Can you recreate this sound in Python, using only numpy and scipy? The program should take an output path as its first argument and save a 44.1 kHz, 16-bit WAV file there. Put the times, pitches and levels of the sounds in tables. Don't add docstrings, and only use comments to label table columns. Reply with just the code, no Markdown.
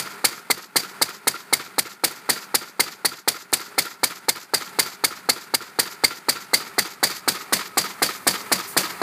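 import sys
import numpy as np
from scipy import signal
from scipy.fft import rfft, irfft, next_fast_len
from scipy.io import wavfile

SR = 44100
rng = np.random.default_rng(int(sys.argv[2]) if len(sys.argv) > 2 else 0)


def elevation(decibels):
    levels = np.asarray(decibels, float)
    return 10 ** (levels / 20)


def generate_wav(signal):
    frames = np.transpose(np.atleast_2d(signal))
    scaled = np.clip(frames, -1, 1) * 32767
    pcm = np.round(scaled).astype(np.int16)
    wavfile.write(sys.argv[1], SR, pcm)


N = 397782
TIME_S = np.arange(N) / SR
TAIL_S = np.arange(SR // 4) / SR

# time_s, nearness (0 afar, 1 close)
NEARNESS = [
    (0, 0),
    (6.2, .05),
    (7, .7),
    (8.2, .9),
    (9.02, 1),
]
# time_s, firings_per_s
SPEED = [(0, 3.847), (.6, 3.889), (1.8, 3.919), (2.6, 3.969), (4.4, 3.967), (6.2, 4.028), (7.8, 4.043),
         (9.1, 3.991)]


def evened(x):
    return x / np.sqrt(np.mean(x ** 2) + 1e-20)


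def follow(rows, t_s):
    return np.interp(t_s, *np.transpose(rows))


def read(points, hz):
    f, value = np.transpose(points)
    return np.interp(np.log(hz + 1), np.log(f + 1), value)


def noise(colour):
    size = next_fast_len(N)
    hz = np.fft.rfftfreq(size, 1 / SR)
    spectrum = rfft(rng.standard_normal(size)) * elevation(read(colour, hz))
    return evened(irfft(spectrum, size)[:N])


def flutter(hz, depth_db):
    slow = signal.lfilter(*signal.butter(2, hz, fs=SR), rng.standard_normal(N))
    return evened(elevation(depth_db * evened(slow)))


def resonate(x, hz, width_hz):
    turn = np.exp(2j * np.pi * np.cumsum(hz * np.ones(len(x))) / SR)
    r = np.exp(-np.pi * width_hz / SR)
    smooth = signal.lfilter([1 - r], [1, -r], x / turn)
    return 2 * (turn * smooth).real


def whistle(hz, width_hz):
    once = resonate(rng.standard_normal(N), hz, width_hz)
    return evened(resonate(once, hz, 2 * width_hz))


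def ring(hz, db, t60_s):
    return elevation(db - 60 * TAIL_S / t60_s) * np.sin(2 * np.pi * hz * TAIL_S)


def per_firing(sound, db, at_s):
    train = np.zeros(N + 2 * SR)
    train[np.round(at_s * SR).astype(int) + SR] = elevation(db)
    return signal.oaconvolve(train, sound)[SR:SR + N]


def stroke(shape, db, s):
    once = elevation(np.interp(TAIL_S, *np.transpose(shape), left=-99, right=-99))
    return per_firing(once, db, s)


def firings():
    t = -.0165 + np.arange(N + SR // 4) / SR
    cycles = np.cumsum(follow(SPEED, t)) / SR
    s = np.interp(np.arange(int(cycles[-1]) + 1), cycles, t)
    skip_at_s, skip_s = 3.2, .0232
    return s - (s > skip_at_s) * skip_s


def on_firings(s, rows, usual):
    out, rows = np.array(usual, float), np.array(rows)
    nearest = abs(s[:, None] - rows[:, 0]).argmin(axis=0)
    out[nearest] = rows[:, 1:]
    return out.T


def strength(s, far_db, near_db, share, scatter_db):
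    # time_s, charge_db
    uneven = [(2.29, 1.5), (2.54, -0.5), (2.8, 2.5), (3.05, -1.5), (3.78, 1), (4.28, -2), (4.54, 2),
              (4.79, 2.5), (5.54, -3), (7.03, 1), (7.52, -1), (1.78, -0.5), (2.04, -1), (8.02, 0)]
    charge_db = on_firings(s, uneven, np.zeros((len(s), 1)))[0]
    chance_db = scatter_db * rng.standard_normal(len(s))
    return far_db + near_db * follow(NEARNESS, s) + share * charge_db + chance_db


def puffs(s, level_db):
    # delay_s, level_db
    echoes = [(.0054, -24), (0.0195, -15), (0.0227, -42)]
    near, close = follow(NEARNESS, TIME_S), follow(NEARNESS, s)
    lead_s = 40 / SR
    t = np.arange(120) / SR - lead_s
    flow = np.exp(-((t - .0001) / np.where(t < .0001, .00034, .00024)) ** 2)
    slope = np.gradient(flow)
    push = slope / slope.max() + .5 * flow
    out = per_firing(push, level_db + 4, s - lead_s)
    ground_s, ground_db = .0023 + .0004 * close, -.5
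    out += (1 - .5 * near) * per_firing(push, level_db + 4 + ground_db, s + ground_s - lead_s)
    dull = np.convolve(push, evened(np.hanning(70)) / 20)
    for delay_s, db in echoes:
        shift_s = -.0014 * close * (delay_s > .01)
        out += elevation(5.1 * near) * per_firing(dull, level_db + db, s + delay_s + shift_s - lead_s)
    return out


def puff_rings(s, level_db):
    # pitch_hz, level_db, t60_s
    box = [(94, -34.5, 0.17), (140.5, -39.5, 0.18), (179, -42, 0.091), (254.8, -33, 0.076)]
    near, close = follow(NEARNESS, TIME_S), follow(NEARNESS, s)
    mouth = np.minimum(np.arange(SR // 4) / 40, 1) * ring(4250, db=10, t60_s=.014)
    out = (1 - .6 * near) * per_firing(mouth, level_db, s + .0011)
    for hz, db, t60_s in box:
        out += per_firing(ring(hz, db + 21, t60_s), level_db, s + .0013)
    corner = (1 - np.exp(-(TAIL_S / .022) ** 2)) * ring(186, db=-5, t60_s=.125)
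    out += near * per_firing(corner, level_db, s + .016)
    thud_at_s = s + .6 / follow(SPEED, s)
    out += per_firing(ring(380, db=-24, t60_s=.03), level_db, thud_at_s)
    wall_hz, wall_db, wall_t60_s = 350, -9.5, .04
    wall = ring(wall_hz, wall_db, wall_t60_s) + ring(1.33 * wall_hz, wall_db - 3, wall_t60_s)
    wall *= 1 - np.exp(-(TAIL_S / .005) ** 2)
    return out + elevation(1.5 * near) * per_firing(wall, level_db, s + .073 - .002 * close - .003)


def exhaust(s, puff_db):
    # delay_s, level_db
    blast_shape = [(0, -19), (.002, -17.5), (.005, -4), (.009, 2.5), (.012, 2.5), (.015, -1.5), (.018, -12),
                   (.021, -20), (.03, -27)]
    roar_shape = [(0, -32), (.002, 6.5), (.01, 4.5), (.02, -8.5), (.03, -40), (.06, -24), (.1, -15.5),
                  (.15, -52)]
    wheeze_shape = [(0, -73), (.01, 6), (.025, 1), (.035, -4.5), (.045, -1.5), (.055, -9), (.07, -11),
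                    (.1, -18), (.15, -38)]
    # freq_hz, density_db
    blast_colour = [(800, -52), (1600, -18), (2900, -11.5), (4700, 0), (5900, -5), (9000, -5), (11000, -10),
                    (15000, -10.5)]
    roar_colour = [(60, -26), (200, -14.5), (400, 3), (900, 2.5), (1400, 1.5), (2500, 0), (5000, -77)]
    wheeze_colour = [(40, -21), (200, -8.5), (600, -8.5), (1500, -11), (2500, -7.5), (6000, -0.5),
                     (9000, -8.5), (15000, -12)]
    # time_s, whistle_db
    aim = [(.2, -3), (.5, 3.5), (1, 5.5), (1.5, -8), (2.3, 1.5), (3.05, 5), (3.3, -0.5), (3.8, 0), (4.1, 2),
           (5.3, 6.5), (6, 8), (7, 4.5), (7.5, -8), (8.3, 1.5), (8.8, -17)]
    # time_s, pitch_hz, gain_db
    singers = [(.5, 2040, 9), (1.27, 2110, 4), (1.53, 2130, 5), (2.8, 2130, 3), (3.78, 2134, 7.5),
               (4.03, 2296, 10), (4.28, 2150, 3), (5.04, 2270, 2), (5.54, 2250, 3), (6.04, 2120, 7),
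               (6.53, 2060, 8), (6.78, 1930, 10), (7.03, 1920, 2), (7.52, 2100, 4), (8.52, 2350, 3)]
    chance = rng.standard_normal((len(s), 5))
    usual = chance[:, :2] * [170, 1.] + [2050, 0]
    low_hz, low_db = on_firings(s, singers, usual)
    aim_db = follow(aim, s) - .5 * chance[:, 2]
    shrill_hz, shrill_db = 8800 + 900 * chance[:, 4], -14 + 3 * chance[:, 3]
    firing = np.clip(np.searchsorted(s - .022, TIME_S) - 1, 0, None)

    low = elevation(1.2 * low_db - 20)[firing] * whistle(low_hz[firing], 150)
    high_hz = 4676 + 200 * np.log(flutter(hz=10.3, depth_db=5.5))
    high = elevation(1.9 * aim_db - 16)[firing] * whistle(high_hz, 230)
    shrill = elevation(shrill_db)[firing] * whistle(shrill_hz[firing], 350)
    jet_db = strength(s, far_db=-12, near_db=-1.5, share=.53, scatter_db=1.14) - .056 * aim_db
    jet = (noise(blast_colour) + low + high + shrill) * flutter(hz=466, depth_db=1.0)
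    blast = stroke(blast_shape, jet_db, s) * jet

    roar = stroke(roar_shape, puff_db, s) * noise(roar_colour)

    sing_gain = elevation(.4 * aim_db - 5)[firing] * elevation(1.5 * follow(NEARNESS, TIME_S))
    sing = sing_gain * whistle(4680, 330) * flutter(hz=50, depth_db=2.2)
    wheeze_db = strength(s, far_db=-28, near_db=7.5, share=.93, scatter_db=1.93)
    wheeze = stroke(wheeze_shape, wheeze_db, s) * (noise(wheeze_colour) + sing)
    return elevation(3) * blast + elevation(-12.5) * roar + elevation(2.5) * wheeze


def gears(s):
    # freq_hz, density_db
    colour = [(30, -11), (60, -5), (100, -3.5), (180, -3), (620, -7), (900, -0.5), (1350, -6), (2400, -4),
              (3200, -7.5), (5600, -8.5), (15000, -17.5)]
    # pitch_hz, width_hz, level_db
    singing = [(190, 18, -19), (405, 25, -15), (4650, 450, -17)]
    near = follow(NEARNESS, TIME_S)
    rattle = noise(colour) + .5 * whistle(1370 - 110 * near, 150)
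    for hz, width_hz, db in singing:
        rattle += elevation(db) * whistle(hz, width_hz)
    rattle *= flutter(hz=45.3, depth_db=1.0)
    train_db = strength(s, far_db=-46, near_db=5.5, share=.9, scatter_db=2.74)
    level_db = np.interp(TIME_S, s + .2, train_db)
    hum = elevation(-39) * near * whistle(49, 14)
    return elevation(level_db) * rattle + hum


def rods(s):
    # delay_s, level_db
    shape = [(.055, -40), (.064, -8), (.069, 3), (.092, 2), (.11, -6), (.124, -12), (.132, -5), (.14, -1),
             (.17, -32)]
    # freq_hz, density_db
    colour = [(100, 3), (350, 4.5), (600, -9.5), (1000, 8.5), (1350, 2.5), (2300, 7.5), (3600, 10),
              (7000, 3), (14000, -45)]
    # cycle_share, level_db
    knocks = [(.278, 1), (.335, 0), (.52, -7)]
    # pitch_hz, level_db, near_gain_db, t60_s
    casing = [(1260, 2, 2.5, 0.056), (1374, 5.5, -8, 0.06), (1855, -5, 1, 0.04), (2200, -8.5, 1, 0.048),
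              (1014, -10, 4, 0.033)]
    cycle_s, close = 1 / follow(SPEED, s), follow(NEARNESS, s)
    clack_db = strength(s, far_db=-34, near_db=8, share=.6, scatter_db=1.2)
    clack = stroke(shape, clack_db, s) * noise(colour) * flutter(hz=120, depth_db=2.)
    onset = np.minimum(np.arange(SR // 4) / 60, 1)
    for share, knock_db in knocks:
        play_s = .001444 * rng.standard_normal(len(s))
        for hz, db, near_db, t60_s in casing:
            chance_db = 3.2 * rng.standard_normal(len(s))
            blow_db = clack_db + knock_db + db + near_db * close + chance_db
            at_s = s + share * cycle_s + play_s + .00098 * rng.random(len(s))
            clack += per_firing(onset * ring(hz, 0, t60_s), blow_db, at_s)
    return elevation(-4.5) * clack


def inlet(s):
    # delay_s, level_db
    shape = [(.06, -34), (.085, 7), (.105, -2), (.125, 5.5), (.145, 2.5), (.16, 0), (.175, -9), (.2, -27)]
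    # freq_hz, density_db
    colour = [(300, -27), (1000, -7.5), (3000, -5.5), (4700, 6), (6000, 6), (7500, 2), (9500, -15),
              (11500, -2), (15000, -10)]
    near, close = follow(NEARNESS, TIME_S), follow(NEARNESS, s)
    intake_db = strength(s, far_db=-50, near_db=5, share=.6, scatter_db=1)
    bright = .43 * near ** 2 * noise([(4000, -28), (7000, -4), (15000, 1.5)])
    air = (noise(colour) + bright) * flutter(hz=60, depth_db=2.2)
    intake = stroke(shape, intake_db, s) * air
    decay = elevation(-60 * np.arange(2000) / SR / .018)
    seat_db = intake_db + 21 + 3 * close + 2.5 * rng.standard_normal(len(s))
    seat_s = s + .3 / follow(SPEED, s)
    metal = noise([(2500, -20), (4600, 8), (6000, -1), (8000, 0), (15000, -3)])
    return elevation(9) * intake + per_firing(decay, seat_db, seat_s) * metal


def stray_sounds():
    tick_at_s, tick_s = 3.521, .0015
    tick = elevation(-27) * (TIME_S > tick_at_s) * np.exp(-abs(TIME_S - tick_at_s) / tick_s)
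    hiss = elevation(-45) * np.interp(TIME_S, [7.7, 8.2], [0, 1])
    brush_at_s, brush_s = 8.672, .055
    swish = np.interp(TIME_S - brush_at_s, [0, .004, brush_s, 1.5 * brush_s], [0, 1, .7, 0])
    brush = elevation(-31.5) * swish * flutter(hz=100, depth_db=1.2)
    return (tick + hiss + brush) * noise([(2000, -20), (6000, 0), (15000, 0)])


def scene():
    s = firings()
    puff_db = strength(s, far_db=-17, near_db=3, share=0., scatter_db=.83)
    gas = puffs(s, puff_db) + puff_rings(s, puff_db) + exhaust(s, puff_db)
    machine = gears(s) + rods(s) + inlet(s)
    return (gas + machine + stray_sounds())[None]


def top_cut(x):
    return signal.sosfilt(signal.butter(12, 15690, fs=SR, output="sos"), x)


def record(dry):
    # freq_hz, gain_db
    microphone = [(30, -45), (60, -39), (100, -8.5), (180, 1), (400, 0.5), (600, 0), (1350, 1), (1700, 3),
                  (2150, 1.5), (2900, -6), (4200, -4.5), (4700, -4), (5600, -10), (9000, -3)]
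    log_gain = np.log(elevation(read(microphone, abs(np.fft.fftfreq(8192, 1 / SR)))))
    minimum_phase = -signal.hilbert(log_gain).imag
    taps = np.fft.ifft(np.exp(log_gain + 1j * minimum_phase)).real[:4096]
    heard = signal.oaconvolve(dry, taps[None])[:, :N]
    heard = np.tanh(heard / .62) * .62
    band = signal.firwin(801, 15250, window=("kaiser", 8), fs=SR)
    heard = signal.oaconvolve(heard, band[None], "same")
    return top_cut(heard)


dry = scene()
out = record(dry)
generate_wav(out)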